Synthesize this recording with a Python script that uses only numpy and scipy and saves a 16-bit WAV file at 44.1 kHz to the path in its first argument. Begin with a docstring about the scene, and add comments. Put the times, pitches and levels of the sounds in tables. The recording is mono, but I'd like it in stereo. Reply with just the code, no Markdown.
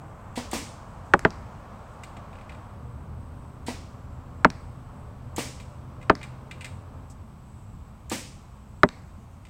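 """Two compound bows are shot from under a shelter at the edge of an open field.
Each release is a snap, a hiss of the sliding arrow and a thump as the string excites the bow's modes,
with a bright wash of reverberation from the roof. About 0.75 s later the arrow smacks into the target,
heard from close by and, 55 ms later, thinly from afar. Gear clicks between shots and a sleeve
brushes past; far traffic drones, leaves rustle and insects buzz."""
import sys
import numpy as np
from scipy import signal
from scipy.fft import rfft, irfft
from scipy.io import wavfile

SR = 44100
rng = np.random.default_rng(int(sys.argv[2]) if len(sys.argv) > 2 else 0)


def to_wav(s):
    """Save 16-bit WAV."""
    ch = np.atleast_2d(s).T  # columns
    pcm = np.round(np.clip(ch, -1, 1) * 32767)  # PCM
    wavfile.write(sys.argv[1], SR, pcm.astype(np.int16))


N = 418509
TIME = np.arange(N) / SR

# Levels in all tables are relative; t60 is the time taken to decay by 60 dB.
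# bow releases: t/s, bow (0 far, 1 near), then level/dB of snap, slide, thump and wash
SHOTS = [(0.3558, 0, -42, -35.5, -22.5, -35), (0.5128, 1, -27, -37.5, -23.5, -28.5),
         (3.6640, 0, -39, -36.5, -21.5, -35.5), (5.3623, 1, -25, -37, -24, -29),
         (8.0970, 1, -27.5, -37.5, -23.5, -28.5)]
# arrow impacts: t/s, face f/Hz, face level/dB, braking t/s, stand level/dB, butt level/dB, butt tuning,
# crack level/dB, shaft tuning, clatter level/dB, distant tick level/dB, shiver f/Hz
IMPACTS = [(1.1373, 1332, 1, 0.0043, -2, -0.5, 0.9, -16.5, 1.2, -17, -27, 7500),
           (1.25, 1430, -6.5, 0.00401, -3.5, -4, 1.03, -19.5, 1.2, -16, -33, 5380),
           (4.447, 1291, 1.5, .0060, 2.5, -2.5, 1.0, -9, 0.99, -16, -28.5, 4960),
           (6.0974, 1277, -4, 0.00463, -1.5, 0.5, 1.007, -11.5, 1.146, -12.5, -30, 4770),
           (8.8333, 1159, 1, 0.0047, 2.5, 1.5, 0.97, -7.5, 0.917, -19.5, -30, 4230)]
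# stereo width and lean of shelter and field: f/Hz, side-mid level/dB, left-right level/dB
SHELTER_IMAGE = [(202.5, -20.5, 1.5), (800, -4.5, -1.5), (1600, -4, -1), (3000, -1, -2.5),
                 (5390, 2.5, -7.5), (8150, 2.5, 6), (10500, -0.5, -2), (14000, 0, -11)]
FIELD_IMAGE = [(30.03, -3, -2.5), (70, -23.5, 0), (200.5, -15, -0.5), (400, -8, 0), (802, -5, 0.5),
               (1400, 0, 0), (4064, -0.5, -2), (13900, 0, 0)]
# spectrum of the leaves and of the late reverberation: f/Hz, level/dB
SOFT_HISS = [(2200, 5), (3500, -0.5), (6500, -6), (9000, -14.5)]


def bows(stroke_s=.0175, loading_s=.0017):
    """Impulse excitation: the release snaps, the arrow slides, the string sets bow and roof ringing."""
    # modes of each bow: f/Hz, level/dB, t60/s
    far_modes = [(245, -3, 0.15), (343, -14, 0.12), (480, -9.5, 0.13), (678, -9, 0.058),
                 (770, -11.5, 0.083), (948, -7, 0.072), (1950, -19, .1)]
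    near_modes = [(229, -4.5, 0.16), (339, 1, 0.054), (478, -9.5, 0.12), (568, -1, 0.031), (780, 5, 0.015),
                  (945, -5.5, 0.055), (1184, -6, 0.054), (2310, -26, .08)]
    # spectra of the release aid, the sliding arrow and each bow's wash from the roof: f/Hz, level/dB
    snap = [(1500, -17), (4000, -40), (6000, -3), (7200, 9), (9000, -1.5), (11000, -11), (16000, -13)]
    slide = [(590, -25), (1000, -26), (1630, 7), (2230, 6), (2710, 6.5), (4070, 6), (5970, -1), (7790, 3),
             (8650, 2), (9380, -1), (16000, -26)]
    far_wash = [(180, -31), (300, -6.5), (398, -12.5), (565, -5), (828, -9), (961, -10), (1320, -17),
                (2280, -15.5), (3700, -21.5), (4750, -21), (8090, -25.5), (11900, -39), (16000, -38)]
    near_wash = [(120, -32), (200, -3), (273, 0), (373, -12.5), (500, -4), (601, -10), (899, -9.5),
                 (986, -8), (1300, -15.5), (2210, -12.5), (3900, -19), (8120, -18.5), (11900, -31),
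                 (14900, -29.5), (16000, -37)]
    # reverberation time of the shelter: f/Hz, t60/s
    shelter_t60 = [(250, .45), (1000, 0.3), (2500, 0.45), (5500, 0.57), (8500, 0.56), (12000, 0.36),
                   (16000, 0.33)]
    out = np.zeros((2, N))
    for s, near, snap_db, slide_db, thump_db, wash_db in SHOTS:
        modes, wash = (near_modes, near_wash) if near else (far_modes, far_wash)
        thump = ring(modes)
        thump *= 1 - np.exp(-TIME[:len(thump)] / loading_s)  # the limbs take up the blow
        add(out, s, snap_db, burst(snap, t60=.018, rise_s=.0011, stereo=SHELTER_IMAGE))
        add(out, s, slide_db, burst(slide, t60=.23, rise_s=.0062, stereo=SHELTER_IMAGE))
        add(out, s + stroke_s, thump_db, thump)
        add(out, s + stroke_s, wash_db, burst(wash, shelter_t60, rise_s=.0029, stereo=SHELTER_IMAGE))
    return out


def late_wash():
    """Late reverberation: a faint hiss lingers around the shelter after each release."""
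    out = np.zeros((2, N))
    for s, *_, wash_db in SHOTS:
        add(out, s, wash_db - 21.5, burst(SOFT_HISS, t60=1, rise_s=.069, stereo=FIELD_IMAGE))
    return out


def target(lowest_hz=45, contact_hz=8500):
    """Momentum transfer: the point cracks through the face, the butt thuds and its stand booms."""
    # modes of the arrow shaft, the target butt and its stand: f/Hz, level/dB, t60/s
    shaft_modes = [(2150, -11.5, 0.037), (2720, -16, 0.022), (3510, -14.5, 0.014), (4310, -7.5, 0.0076),
                   (5470, -23, .009)]
    butt_modes = [(413, -13, 0.069), (518, -17, .03), (626, -7, 0.043), (837, -11.5, 0.032),
                  (929, -8, 0.033), (1144, -13, 0.015), (1790, -8.5, 0.013)]
    stand_modes = [(71.4, -32, 0.091), (108, -24, 0.056), (185.6, -15, .07), (238, -17, 0.097),
                   (279.3, -20, 0.071)]
    # spectra of the point's crack and the stand's clatter: f/Hz, level/dB
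    crack = [(2000, 11.5), (4600, 1.5), (6500, -9.5), (9000, -9), (16000, -24)]
    clatter = [(100, -13.5), (400, -2), (900, -2), (1600, -1.5), (2400, -18.5), (3500, -28.5),
               (6000, -42.5), (12000, -66.5)]
    # decay of the clatter: f/Hz, t60/s
    clatter_t60 = [(100, 0.38), (400, 0.1), (1500, 0.057), (3000, 0.068), (10000, 0.03)]
    out = np.zeros((2, N))
    for (s, face_hz, face_db, braking_s, stand_db, butt_db, butt_tuning,
         crack_db, shaft_tuning, clatter_db, *_) in IMPACTS:
        add(out, s, crack_db, ring(shaft_modes, shaft_tuning))
        add(out, s, crack_db - 10, burst(crack, t60=.012, rise_s=.00016))
        add(out, s, face_db, target_face(face_hz))
        add(out, s, clatter_db, burst(clatter, clatter_t60, rise_s=.00088))
        # the butt starts to move halfway through the braking; the stand is shoved as the shaft stops
        add(out, s + braking_s / 2, butt_db, ring(butt_modes, butt_tuning))
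        add(out, s + braking_s, stand_db, ring(stand_modes))
        add(out, s + braking_s, -.5, ring([(380, 0, .0058)]))
    # the hits carry no deep bass, and the soft foam rounds off every edge
    passband = signal.butter(2, [lowest_hz, contact_hz], "band", fs=SR, output="sos")
    return signal.sosfilt(passband, out + 1e-18)


def target_face(centre_hz, stretch=.35, relax_s=.0038, t60=.025):
    """Tension modulation: the point pulls the face taut, so its pitch falls as it relaxes."""
    t = TIME[:8192]
    hz = centre_hz * (1 + stretch * (2 * np.exp(-t / relax_s) - 1))
    phase = 2 * np.pi * np.cumsum(hz) / SR
    return from_db(-60 * t / t60) * np.sin(phase)


def distant_hits(delay_s=.0555):
    """Propagation delay: each hit is also heard from afar, a thin tick with a soft, shivering tail."""
    # spectra of the tick and of its tail: f/Hz, level/dB
    tick = [(700, 7), (1600, 10), (2400, 4.5), (3200, -22), (4600, -2.5), (8000, -7), (11000, -26),
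            (16000, -28)]
    tail = [(200, 3), (900, 3), (2200, 0), (3100, -16), (4600, -8), (7000, -18), (12000, -33)]
    out = np.zeros((2, N))
    for s, *_, tick_db, shiver_hz in IMPACTS:
        shiver = [(shiver_hz / 1.07, -12), (shiver_hz, 0), (shiver_hz * .94, -12)]  # of the shaft
        arrival_s = s + delay_s
        add(out, arrival_s, tick_db, burst(tick, t60=.009, rise_s=.0001, stereo=FIELD_IMAGE))
        add(out, arrival_s, tick_db - 4.5, burst(shiver, t60=.009, rise_s=.0001, stereo=FIELD_IMAGE))
        add(out, arrival_s, -49, burst(tail, t60=.72, rise_s=.0022, stereo=FIELD_IMAGE))
        add(out, arrival_s, -60, burst(shiver, t60=.46, rise_s=.016, stereo=FIELD_IMAGE))
    return out


def gear():
    """Free vibration: arrows and fittings touch, clink and tick, and the shelter reverberates."""
    # modes of the gear: f/Hz, level/dB, t60/s
    modes = [(2063, 0.5, 0.052), (2370, -3.5, 0.13), (2505, 0, 0.037), (2906, -7.5, 0.069),
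             (3240, -24, .06), (3800, -26, 0.17), (6380, -43, 0.11)]
    # spectra of its knock and tick: f/Hz, level/dB
    knock = [(1300, -12), (1800, -7), (1990, -8.5), (2150, -6), (2380, -9.5), (2600, -8), (2800, -4),
             (3050, -19), (3350, -8), (3500, -22), (3660, -8.5), (3950, -16.5), (5000, -27)]
    tick = [(4000, 2), (6000, -3.5), (8200, 5.5), (10000, -13), (16000, -19)]
    out = np.zeros((2, N))
    for s, knock_db, tick_db in touches():
        clink = np.array([ring(modes, spread_db=0, detune=.0078, size=8192) for side in range(2)])
        add(out, s, knock_db - 2.5, clink)
        for spectrum, db in (knock, knock_db - 1.5), (tick, tick_db - .5):
            add(out, s, db, burst(spectrum, t60=.05, rise_s=.00067, stereo=SHELTER_IMAGE, size=4096))
            tail = burst(spectrum, t60=.48, rise_s=.0065, stereo=SHELTER_IMAGE, size=16384)
            add(out, s, db - 16, tail)
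    return out


def touches(loss_db=5):
    """Inelastic rebound: each knock repeats more weakly; fingers in the quiver add faint touches."""
    # knocks as the bows are lowered and reloaded: t/s, knock level/dB, tick level/dB, rebound gap t/s
    knocks = [(2.0346, -43, -44.5, .0025), (2.1663, -49, -57, 0.0031), (2.494, -42, -54, 0.026),
              (5.5992, -47, -49, 0.0085), (6.0134, -53, -63, .002), (6.0264, -50, -58, .002),
              (6.2132, -43, -59, 0.0091), (6.2296, -38.5, -45, 0.0076), (6.511, -37.5, -47, .003),
              (6.6088, -39.5, -46, .0094), (6.6445, -35.5, -40, 0.0091), (9.451, -50.5, -56, .0165)]
    rebounds = [(s + k * gap_s, knock_db - k * loss_db, tick_db - k * loss_db)
                for s, knock_db, tick_db, gap_s in knocks for k in range(3)]
    fumbles = [(s, -52, -63) for s in rng.uniform(2.25, 2.47, size=4)]
    return rebounds + fumbles


def sleeve(start_s=7.097, level_db=-43.5):
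    """Friction noise: cloth gives a short, bright swish as a bow is raised."""
    # spectrum of the cloth: f/Hz, level/dB
    swish = [(4500, -5), (6000, -1), (8000, 5), (10000, -10.5), (15000, -23.5)]
    out = np.zeros((2, N))
    add(out, start_s, level_db, burst(swish, t60=.092, rise_s=.012, stereo=SHELTER_IMAGE))
    return out


def traffic_drones(fading_db=3.5):
    """Sums of partials: a low drone switches pitch and level abruptly twice; another slowly rises."""
    # pitch and level of each drone: t/s, f/Hz, level/dB
    stepping = [(0, 55.8, -51), (2.6, 57.73, -55), (2.8, 74.1, -45), (6.95, 72.84, -57.5),
                (7.2, 62.77, -47), (9.49, 59, -49)]
    rising = [(2.6, 79.7, -79.5), (2.75, 80.06, -48), (4.2, 81.8, -48.5), (6.6, 86, -44.5),
              (7.05, 86.6, -47.5), (7.25, 86.3, -76.5)]
    # their partials: frequency multiple, level/dB
    stepping_orders = [(0.999, -2.5), (1.999, -8.5), (3.45, -8.5)]
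    rising_orders = [(1, -2), (1.5, -0.5), (2.5, -13.5), (3, -16.5), (4, -21.5), (5, -17), (6, -16),
                     (7, -15.5)]
    out = np.zeros(N)
    for contour, orders, wobble in (stepping, stepping_orders, .018), (rising, rising_orders, .00322):
        hz, db = in_time(contour)
        phase = 2 * np.pi * np.cumsum(hz * (1 + wobble * drift(13))) / SR
        for order, order_db in orders:  # each partial fades in and out on the way over the field
            out += from_db(db + order_db + fading_db * drift(7.3)) * np.sin(order * phase)
    return out


def field():
    """Incoherent sources add: far traffic rumbles and swishes under faint leaves and hissing air."""
    # spectra of traffic rumble, tyres and open air: f/Hz, level/dB
    rumble_spectrum = [(12, -45.5), (20, -9.5), (32, -6.5), (61, -4), (82, 0), (113, -3), (183, -9.5),
                       (229, -11.5), (293, -19.5), (450, -26), (580, -54.5), (990, -120)]
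    tyre_spectrum = [(160, -35.5), (280, -4), (323, -2.5), (372, -10.5), (400, -7), (434, -2.5), (566, 1),
                     (1120, 2), (1980, -16), (3200, -25.5), (4160, -51), (7040, -120)]
    air_spectrum = [(2500, -6.5), (4000, -6), (7000, -8), (9500, -5.5), (16000, -4.5)]
    # envelopes of rumble, tyres and leaves: t/s, level/dB
    rumble_level = [(0, -43.5), (2.5, -43), (3.0, -42), (6.7, -44), (7.5, -45.5), (9.49, -45.5)]
    tyre_level = [(0, -49.5), (2.58, -48), (2.75, -51.5), (3.1, -53), (6.9, -53), (7.3, -57.5), (9.49, -58)]
    leaves_level = [(0, -69.5), (1.1, -65.5), (2.5, -65), (2.9, -69.5), (6.3, -67.5), (7.4, -69.5),
                    (9.49, -69.5)]
    rumble = from_db(in_time(rumble_level)[0] + 1.05 * drift(9.7)) * noise(rumble_spectrum, FIELD_IMAGE)
    tyres = from_db(in_time(tyre_level)[0] + .5 + .5 * drift(6.3)) * noise(tyre_spectrum, FIELD_IMAGE)
    leaves = from_db(in_time(leaves_level)[0] - .5) * noise(SOFT_HISS, FIELD_IMAGE)
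    air = from_db(-75.5) * noise(air_spectrum, FIELD_IMAGE)
    return rumble + tyres + leaves + air


def insects(rest_db=-76.5, swell_s=.17, sway_hz=110):
    """Modulated narrow-band noise: a buzz wavers in the grass at left; a chirr throbs in the trees."""
    # swells of the buzz above rest, and envelope of the chirr: t/s, level/dB
    swells = [(1.15, 5), (1.95, 4.3), (3.48, 3.2), (4.62, 4), (7.62, 5.7), (8.9, 5.5)]
    chirr_level = [(0, -75), (1.2, -71), (2.8, -83), (7.0, -84), (9.49, -73)]
    buzz_db = rest_db + sum(db * np.exp(-((TIME - s) / swell_s) ** 2) for s, db in swells)
    chirr_db = in_time(chirr_level)[0] - 3
    buzz = noise([(7200, -21), (7850, -2), (8100, -3.5), (8500, -7), (9100, -23)],
                 stereo=[(7020, -1, 14), (8900, -1.3, 5)])
    sway_cycles = np.cumsum(sway_hz * drift(4)) / SR
    buzz = np.real(signal.hilbert(buzz) * np.exp(2j * np.pi * sway_cycles))  # the pitch sways slowly
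    chirr = noise([(5300, -13), (6000, -4), (6900, 1), (7600, -2.5)], FIELD_IMAGE)
    waver_db, throb_db = 1.8 * drift(14), 2.5 * drift(30)
    return from_db(buzz_db + waver_db) * buzz + from_db(chirr_db + throb_db) * chirr


def ring(modes, tuning=1, spread_db=1, detune=.005, size=16384):
    """Modal superposition: damped sines whose strength and pitch vary slightly from blow to blow."""
    t = TIME[:size]
    hz, db, t60 = np.transpose(modes)[:, :, None]
    strength, offset = rng.standard_normal((2, len(modes), 1))
    sign = (-1) ** np.arange(len(modes))[:, None]
    fade = from_db(db + spread_db * strength - 60 * t / t60)
    return np.sum(sign * fade * np.sin(2 * np.pi * hz * (tuning + detune * offset) * t), axis=0)


def burst(spectrum, t60, rise_s, stereo=None, size=32768):
    """Exponential decay: noise swells and dies; t60 is one time or a table of f/Hz, t60/s."""
    t, source = TIME[:size], noise(spectrum, stereo, size)
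    swell = 1 - np.exp(-t / rise_s)
    if np.isscalar(t60):
        return source * swell * from_db(-60 * t / t60)
    centres_hz, decays_s = np.transpose(t60)
    bins, out = rfft(source), 0
    for share, decay_s in zip(np.eye(len(t60)), decays_s):
        band = np.interp(np.log(bin_hz(size)), np.log(centres_hz), share)
        out += irfft(bins * band, size) * from_db(-60 * t / decay_s)
    return out * swell


def noise(spectrum, stereo=None, size=N):
    """Spectral shaping: noise of mid rms 1, falling steeply beyond its table; mono by default."""
    hz = bin_hz(size)
    outside = np.maximum(1, np.maximum(spectrum[0][0] / hz, hz / spectrum[-1][0]))
    colour = from_db(at_hz(spectrum, hz)[0]) / outside ** 4
    mid, side = rfft(rng.standard_normal((2, size))) * colour
    mid_rms = np.std(irfft(mid, size))
    if stereo is None:
        return irfft(mid, size)[None] / mid_rms
    side_db, lean_db = at_hz(stereo, hz)
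    sign = np.array([[1], [-1]])
    left_right = (mid + sign * side * from_db(side_db)) * from_db(sign * lean_db / 2)
    return irfft(left_right, size) / mid_rms


def drift(rate_hz):
    """Random fluctuation: straight lines between standard normal values."""
    knots = rng.standard_normal(400)
    return np.interp(TIME * rate_hz, np.arange(len(knots)), knots)


def from_db(db):
    """Level to amplitude ratio."""
    return 10 ** (np.asarray(db) / 20)


def bin_hz(size):
    """Fourier bin frequencies, at least 1 Hz."""
    return np.maximum(np.arange(size // 2 + 1) * SR / size, 1)


def in_time(rows):
    """Linear interpolation of each column over time."""
    s, *columns = np.transpose(rows)
    return [np.interp(TIME, s, column) for column in columns]


def at_hz(rows, hz):
    """Interpolation of each column over log frequency."""
    f, *columns = np.transpose(rows)
    return [np.interp(np.log(hz), np.log(f), column) for column in columns]


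def add(out, s, db, sound):
    """Superposition: mix a sound in at time s with gain db."""
    start = round(s * SR)
    out[:, start:start + sound.shape[-1]] += from_db(db) * sound[..., :N - start]


def scene():
    """Linear superposition of shots, hits, handling and the field."""
    drones = traffic_drones()
    archery = bows() + late_wash() + target() + distant_hits() + gear() + sleeve()
    return archery + drones + field() + insects()


def record(dry, stopband_hz=16686):
    """Saturation rounds off the loudest smacks; a steep low-pass removes the top treble."""
    clipped = dry / (1 + dry ** 6) ** (1 / 6)
    return signal.sosfilt(signal.cheby2(14, 60, stopband_hz, fs=SR, output="sos"), clipped)


dry = scene()
out = record(dry)
to_wav(out)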